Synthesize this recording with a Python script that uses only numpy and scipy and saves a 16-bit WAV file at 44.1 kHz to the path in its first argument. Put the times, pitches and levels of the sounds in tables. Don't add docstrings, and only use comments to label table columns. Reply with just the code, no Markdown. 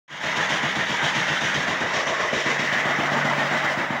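import sys
import numpy as np
from scipy import signal
from scipy.fft import rfft, irfft, next_fast_len
from scipy.io import wavfile
from scipy.ndimage import uniform_filter1d, minimum_filter1d, map_coordinates

SR = 44100
rng = np.random.default_rng(int(sys.argv[2]) if len(sys.argv) > 2 else 0)


def store_wav(level_fs):
    pcm = np.round(np.clip(np.atleast_2d(level_fs), -1, 1) * 32767)
    wavfile.write(sys.argv[1], SR, pcm.T.astype(np.int16))


N = 176400

FIRST_FIRING_S, CYCLE_S = .0998, .13117
# delay/s, rise/s, hold/s, fall/s, resting share
FRAME_STROKE = (-.008, .009, .076, .045, .56)
STEEL_STROKE = (-.007, .009, .105, .053, .69)
CHAFF_STROKE = (-.0058, .011, .092, .033, .5)

# t/s, position (0 heap, 1 sieve)
PATH = [(.3, 0.028), (1.6, 0.066), (2.0, 0.44), (2.35, 0.47), (2.9, 0.9), (4, 0.99)]
# f/Hz, relative density/dB
RUMBLE_SPECTRUM = [(20, -51), (36, -46), (55, -25), (70, -16), (140, 3), (300, 2.5), (800, -14),
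                   (3000, -57)]
# multiple of the firing rate, relative level/dB
DRONE_HARMONICS = [(19, 0), (24, -12), (36, -8)]
# t/s, level/dB
DRONE_LEVELS = [(.3, -48), (2.3, -53), (2.55, -41.5), (2.9, -40.5), (3.2, -34), (3.5, -39), (4, -45)]
# t/s, reverberant gain/dB, direct gain/dB
EXHAUST_GAINS = [(.2, -39.5, -43), (.9, -37, -38), (1.7, -36, -37), (2.08, -42, -33), (2.33, -39, -24),
                 (2.72, -38.5, -21.5), (3.15, -35.5, -18), (3.38, -37, -15.5), (3.51, -36, -21),
                 (3.64, -39.5, -21.5), (3.78, -34.5, -18.5), (3.91, -38.5, -16.5)]
# f/Hz, relative density/dB
BOOM_AT_HEAP = [(30, -62), (58, -30), (82, -12), (98, -12.5), (111, -17), (128, -5), (148, 1.5), (172, -5),
                (192, -2), (240, -6.5), (285, -10), (325, -5.5), (360, -16.5), (460, -13), (700, -31),
                (1500, -64)]
BOOM_AT_MIDWAY = [(30, -51), (58, -17.5), (85, -5.5), (115, -13.5), (150, -4), (200, -2.5), (270, -5),
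                  (340, -3), (430, -2.5), (550, -7), (800, -25), (1500, -63)]
BOOM_AT_SIEVE = [(30, -71), (54, -45), (70, -17), (98, -6), (112, -13), (132, -6.5), (145, -4.5),
                 (165, -8.5), (184, 3), (212, -9), (232, 5), (258, -4), (274, -0.5), (305, -2.5),
                 (340, -3.5), (400, -11.5), (700, -20), (1500, -55)]
# delay/s, relative level/dB
WALL_ECHOES = [(0.0224, -19), (.047, -19.5)]
# f/Hz, gain/dB
THUMP_RESPONSE = [(25, -44), (50, -27), (75, -8), (140, -1), (600, 0)]
# f/Hz, relative density/dB
FRAME_AT_HEAP = [(150, -33), (300, -12), (480, -5.5), (570, -3), (640, 1), (730, -2.5), (820, 3),
                 (900, 1.5), (1000, 3), (1120, -3), (1280, -3), (1500, -7.5), (2200, -36), (5000, -75)]
FRAME_AT_MIDWAY = [(150, -33), (300, -6), (420, -4.5), (500, 0), (570, 2), (640, 4.5), (730, -1.5),
                   (880, -4.5), (1000, -0.5), (1120, 2), (1280, -4), (1500, -13.5), (2200, -28),
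                   (5000, -68)]
FRAME_AT_SIEVE = [(150, -30), (300, -11), (470, -12), (570, -1.5), (635, 2.5), (730, -1), (850, 0.5),
                  (950, -1), (1100, -2), (1250, -3), (1500, -8), (2200, -26), (5000, -82)]
STEEL_AT_HEAP = [(700, -36), (1200, -8), (1450, -2.5), (1600, -0.5), (1720, 0), (1830, 1.5), (1990, 0.5),
                 (2080, -3.5), (2200, -3.5), (2500, -12.5), (3200, -25), (4500, -48.5)]
STEEL_AT_MIDWAY = [(700, -40), (1200, -16.5), (1450, -3), (1620, -2.5), (1750, 2), (1870, 2.5), (1990, 3.5),
                   (2080, -1.5), (2200, -3.5), (2500, -11), (3200, -23), (4500, -48.5)]
STEEL_AT_SIEVE = [(700, -40.5), (1200, -8.5), (1450, -3), (1600, -1.5), (1720, 0.5), (1830, 1.5), (1990, 1),
                  (2080, 0), (2200, -5.5), (2500, -12.5), (3200, -21), (4500, -48)]
CHAFF_AT_HEAP = [(800, -25.5), (2000, 0), (2600, 0), (3100, 2.5), (3500, -0.5), (3780, -1.5), (4050, -9.5),
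                 (4800, -11.5), (5700, -9), (6600, -10), (7300, -17.5), (8000, -27), (10000, -32.5),
                 (12000, -41.5), (13900, -49), (14500, -35), (15800, -34)]
CHAFF_AT_MIDWAY = [(800, -26), (2000, -2), (2600, 1.5), (3100, 1), (3500, -2), (3780, 0.5), (4050, -9),
                   (4800, -9), (5700, -5), (6600, -10.5), (7300, -13.5), (8000, -26), (10000, -35),
                   (12000, -45), (13900, -50), (14500, -37), (15800, -36)]
CHAFF_AT_SIEVE = [(800, -30), (2000, -1), (2600, 0), (3100, 2.5), (3500, -1.5), (3780, -1.5), (4050, -8),
                  (4800, -9), (5700, -8.5), (6600, -12), (7300, -14.5), (8000, -24.5), (10000, -31.5),
                  (12000, -43), (14000, -43), (14500, -28), (15800, -26)]
# t/s, frame gain/dB, steel gain/dB, chaff gain/dB
RATTLE_GAINS = [(0.3, -31.5, -27, -33), (0.38, -29.5, -26.5, -33), (0.54, -28.5, -26.5, -31.5),
                (0.66, -30.5, -28, -34), (0.86, -30.5, -26, -34.0), (1.06, -29.5, -26, -32.5),
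                (1.14, -31.5, -26, -32.5), (1.46, -30.5, -26, -31), (1.86, -30, -28, -37),
                (1.94, -28, -27, -34.5), (2.26, -28, -27.5, -36), (2.5, -29.5, -26, -35),
                (2.62, -31, -27.5, -35.5), (2.7, -31, -23.5, -35.5), (2.9, -27.5, -25.5, -37.0),
                (3.3, -25.5, -25.5, -35.5), (3.7, -28, -26.5, -36), (3.94, -31.5, -29.5, -43.5)]
# t/s, frame change/dB, steel change/dB, chaff change/dB
LOAD_SURGES = [(.51, -2, -0.5, 1), (.9, -3, -2.5, 1.5), (1.06, 3, 2, 4), (1.18, 0.5, 0, 0.5),
               (1.3, 1, 0, 0), (1.57, -1.5, 0, 0), (1.972, -1, 1, 3.5), (2.1, -1.5, -2, 0),
               (2.42, -1.5, -2.5, 3), (2.505, 3, 0.5, 1.5), (2.66, -1.5, -1, 0.5), (2.75, 0, 1.5, 3),
               (3.68, 4, 4.3, 0), (3.82, 2, 0.5, 0)]
# t/s, f/Hz, level/dB
STEEL_STRIKES = [(.808, 1830, -20), (1.196, 1850, -22.5), (1.41, 1830, -20), (2.46, 1975, -21),
                 (2.502, 2050, -21), (2.718, 1825, -21), (2.748, 1715, -25), (2.762, 1950, -27),
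                 (2.852, 1965, -21), (2.908, 1985, -17.5), (3.388, 1841, -16), (3.65, 1700, -24),
                 (3.685, 1763, -20)]
# f/Hz, gain/dB
CLASH_RESPONSE = [(500, -18), (1700, 4), (3300, -6), (7000, -18), (10000, -43)]
# t/s, level/dB
FRAME_STRIKES = [(2.197, -28), (2.328, -28.5), (3.158, -29)]
# f/Hz, relative level/dB, T60/s
WOOD_MODES = [(231, -10.5, 0.22), (437, 2, 0.14), (593, -1, .07), (940, -5, .08), (1120, -7, 0.058)]
# t/s, gain/dB
FADE_IN = [(0, -120), (.076, -110), (.08, -22), (.097, -17.5), (.106, -14), (.2, -6), (.216, -2.5),
           (.34, 1.5)]


def amp(db):
    return 10 ** (np.asarray(db) / 20)


def unit(x):
    return x / np.sqrt(np.mean(x ** 2) + 1e-20)


def curves(rows):
    times, *columns = np.transpose(rows)
    return [np.interp(np.arange(N) / SR, times, c) for c in columns]


def wobble(rate):
    knots = rng.standard_normal(int(N * rate / SR) + 4)
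    return map_coordinates(knots, [np.arange(N) * rate / SR])


def gain_at(points, hz):
    f, db = np.transpose(points)
    return amp(np.interp(np.log(hz + 1), np.log(f + 1), db))


def coloured(x, points):
    m = 2 * next_fast_len(N)
    gain = gain_at(points, np.fft.rfftfreq(m, 1 / SR))
    cepstrum = irfft(np.log(gain))[:m // 2]
    cepstrum[1:] *= 2
    return irfft(rfft(x, m) * np.exp(rfft(cepstrum, m)), m)[:N]


def along_path(versions):
    place = np.clip(curves(PATH)[0], 0, 1) * (len(versions) - 1)
    return sum(np.sqrt(np.maximum(1 - abs(place - k), 0)) * v for k, v in enumerate(versions))


def rumble(level_db=-51.5):
    return amp(level_db) * unit(coloured(rng.standard_normal(N), RUMBLE_SPECTRUM))


def drone():
    level_db, = curves(DRONE_LEVELS)
    cycles = np.arange(N) / SR / CYCLE_S
    return sum(amp(level_db + db + wobble(4)) * np.sin(2 * np.pi * (k * cycles + rng.random()))
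               for k, db in DRONE_HARMONICS)


def firings(scatter_db=1.1):
    at = np.round(np.arange(FIRST_FIRING_S, N / SR - .001, CYCLE_S) * SR).astype(int)
    train = np.zeros(N)
    train[at] = amp(scatter_db * rng.standard_normal(len(at)))
    return train


def boom_envelope(t, rise_s=.005, hold_s=.05, t60_s=.247):
    return (1 - np.exp(-t / rise_s)) * amp(-60 * np.maximum(t - hold_s, 0) / t60_s)


def shed_response(colour, passes=4, bins=400):
    span_s = 2 * CYCLE_S
    envelope = boom_envelope(np.arange(bins) / bins * span_s)
    gain = gain_at(colour, np.arange(bins) / span_s)
    spectrum = gain * np.exp(2j * np.pi * rng.random(bins))
    for _ in range(passes):
        tail = envelope * np.exp(1j * np.angle(np.fft.ifft(spectrum)))
        spectrum = gain * np.exp(1j * np.angle(np.fft.fft(tail)))
    return irfft(spectrum, round(span_s * SR))


def boom(train, gush_db=-5):
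    since_firing = (np.arange(N) / SR - FIRST_FIRING_S) % CYCLE_S
    gush = unit(rng.standard_normal(N) * boom_envelope(since_firing))
    versions = []
    for colour in (BOOM_AT_HEAP, BOOM_AT_MIDWAY, BOOM_AT_SIEVE):
        echoes = unit(signal.fftconvolve(train, shed_response(colour))[:N])
        versions.append(unit(echoes + amp(gush_db) * unit(coloured(gush, colour))))
    return along_path(versions)


def thump(train, hz=241, sigma_s=.0019):
    def pulse(t):
        return -np.sin(2 * np.pi * hz * t) * np.exp(-.5 * (t / sigma_s) ** 2)
    t = np.arange(SR // 10) / SR - 2 * sigma_s
    arrivals = pulse(t) + sum(amp(db) * pulse(t - delay) for delay, db in WALL_ECHOES)
    return coloured(signal.fftconvolve(train, arrivals)[:N], THUMP_RESPONSE)


def exhaust():
    train = firings()
    reverberant_db, direct_db = curves(EXHAUST_GAINS)
    return amp(reverberant_db) * boom(train) + amp(direct_db) * thump(train)


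def patchy(x, depth_db):
    spectra = signal.stft(x, nperseg=1024)[2]
    field = uniform_filter1d(rng.standard_normal(spectra.shape), 3, axis=0)
    field = uniform_filter1d(field, 5, axis=1)
    return signal.istft(spectra * amp(depth_db * unit(field)), nperseg=1024)[1][:N]


def shaking(delay, rise, hold, fall, rest, sag_s=.13):
    t = (np.arange(N) / SR - FIRST_FIRING_S - delay) % CYCLE_S
    shake = np.minimum(t / rise, 1) * np.exp(-2 * np.maximum(t - hold, 0) / fall - t / sag_s)
    return unit(rest + (1 - rest) * shake)


def rattle(colours, stroke, contacts_per_s, wash, uneven_db, patchy_db):
    versions = []
    for colour in colours:
        contacts = (rng.random(N) < contacts_per_s / SR) * rng.choice([-1, 1], N)
        echoes = wash * patchy(rng.standard_normal(N), patchy_db)
        drive = (unit(contacts) + echoes) * shaking(*stroke) * amp(uneven_db * wobble(55))
        versions.append(unit(coloured(drive, colour)))
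    return along_path(versions)


def sieve(surge_sigma_s=.022, trims_db=(-.93, -1.44, 1.5)):
    t = np.arange(N) / SR
    surge_db = sum(np.outer(db, np.exp(-.5 * ((t - s) / surge_sigma_s) ** 2)) for s, *db in LOAD_SURGES)
    gains_db = np.array(curves(RATTLE_GAINS)) + surge_db
    frame = rattle([FRAME_AT_HEAP, FRAME_AT_MIDWAY, FRAME_AT_SIEVE], FRAME_STROKE,
                   contacts_per_s=900, wash=2.45, uneven_db=.5, patchy_db=2)
    steel = rattle([STEEL_AT_HEAP, STEEL_AT_MIDWAY, STEEL_AT_SIEVE], STEEL_STROKE,
                   contacts_per_s=900, wash=2, uneven_db=.5, patchy_db=2.5)
    chaff = rattle([CHAFF_AT_HEAP, CHAFF_AT_MIDWAY, CHAFF_AT_SIEVE], CHAFF_STROKE,
                   contacts_per_s=1700, wash=2.2, uneven_db=.96, patchy_db=2.5)
    return sum(amp(db + trim) * part for db, trim, part in zip(gains_db, trims_db, (frame, steel, chaff)))


def ring(start_s, hz, rise_s, t60_s):
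    t = np.maximum(np.arange(N) / SR - start_s, 0)
    envelope = (1 - np.exp(-t / rise_s)) * amp(-60 * t / t60_s)
    return envelope * np.sin(2 * np.pi * (hz * t + rng.random()))


def clanks(clash_db=-2, clash_t60_s=.07):
    t = np.arange(N) / SR
    notes = sum(amp(db) * ring(s, hz, rise_s=.0036, t60_s=.16) for s, hz, db in STEEL_STRIKES)
    bursts = sum(amp(db - 60 * abs(t - s) / clash_t60_s) * (t > s) for s, _, db in STEEL_STRIKES)
    return notes + coloured(amp(clash_db) * bursts * rng.standard_normal(N), CLASH_RESPONSE)


def knocks():
    return sum(amp(db + mode_db) * ring(s, hz, rise_s=.003, t60_s=t60)
               for s, db in FRAME_STRIKES for hz, mode_db, t60 in WOOD_MODES)


def scene():
    return (rumble() + drone() + exhaust() + sieve() + clanks() + knocks())[None]


def record(dry, ceiling_db=-12.5, top_hz=15800):
    fade_db, = curves(FADE_IN)
    x = dry * amp(fade_db)
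    gain = np.minimum(1, amp(ceiling_db) / (abs(x) + 1e-9))
    x = x * uniform_filter1d(minimum_filter1d(gain, size=400), size=400)
    m = next_fast_len(N + SR // 2)
    passband = np.fft.rfftfreq(m, 1 / SR) < top_hz
    return irfft(rfft(x, m) * passband, m)[:, :N]


dry = scene()
out = record(dry)
store_wav(out)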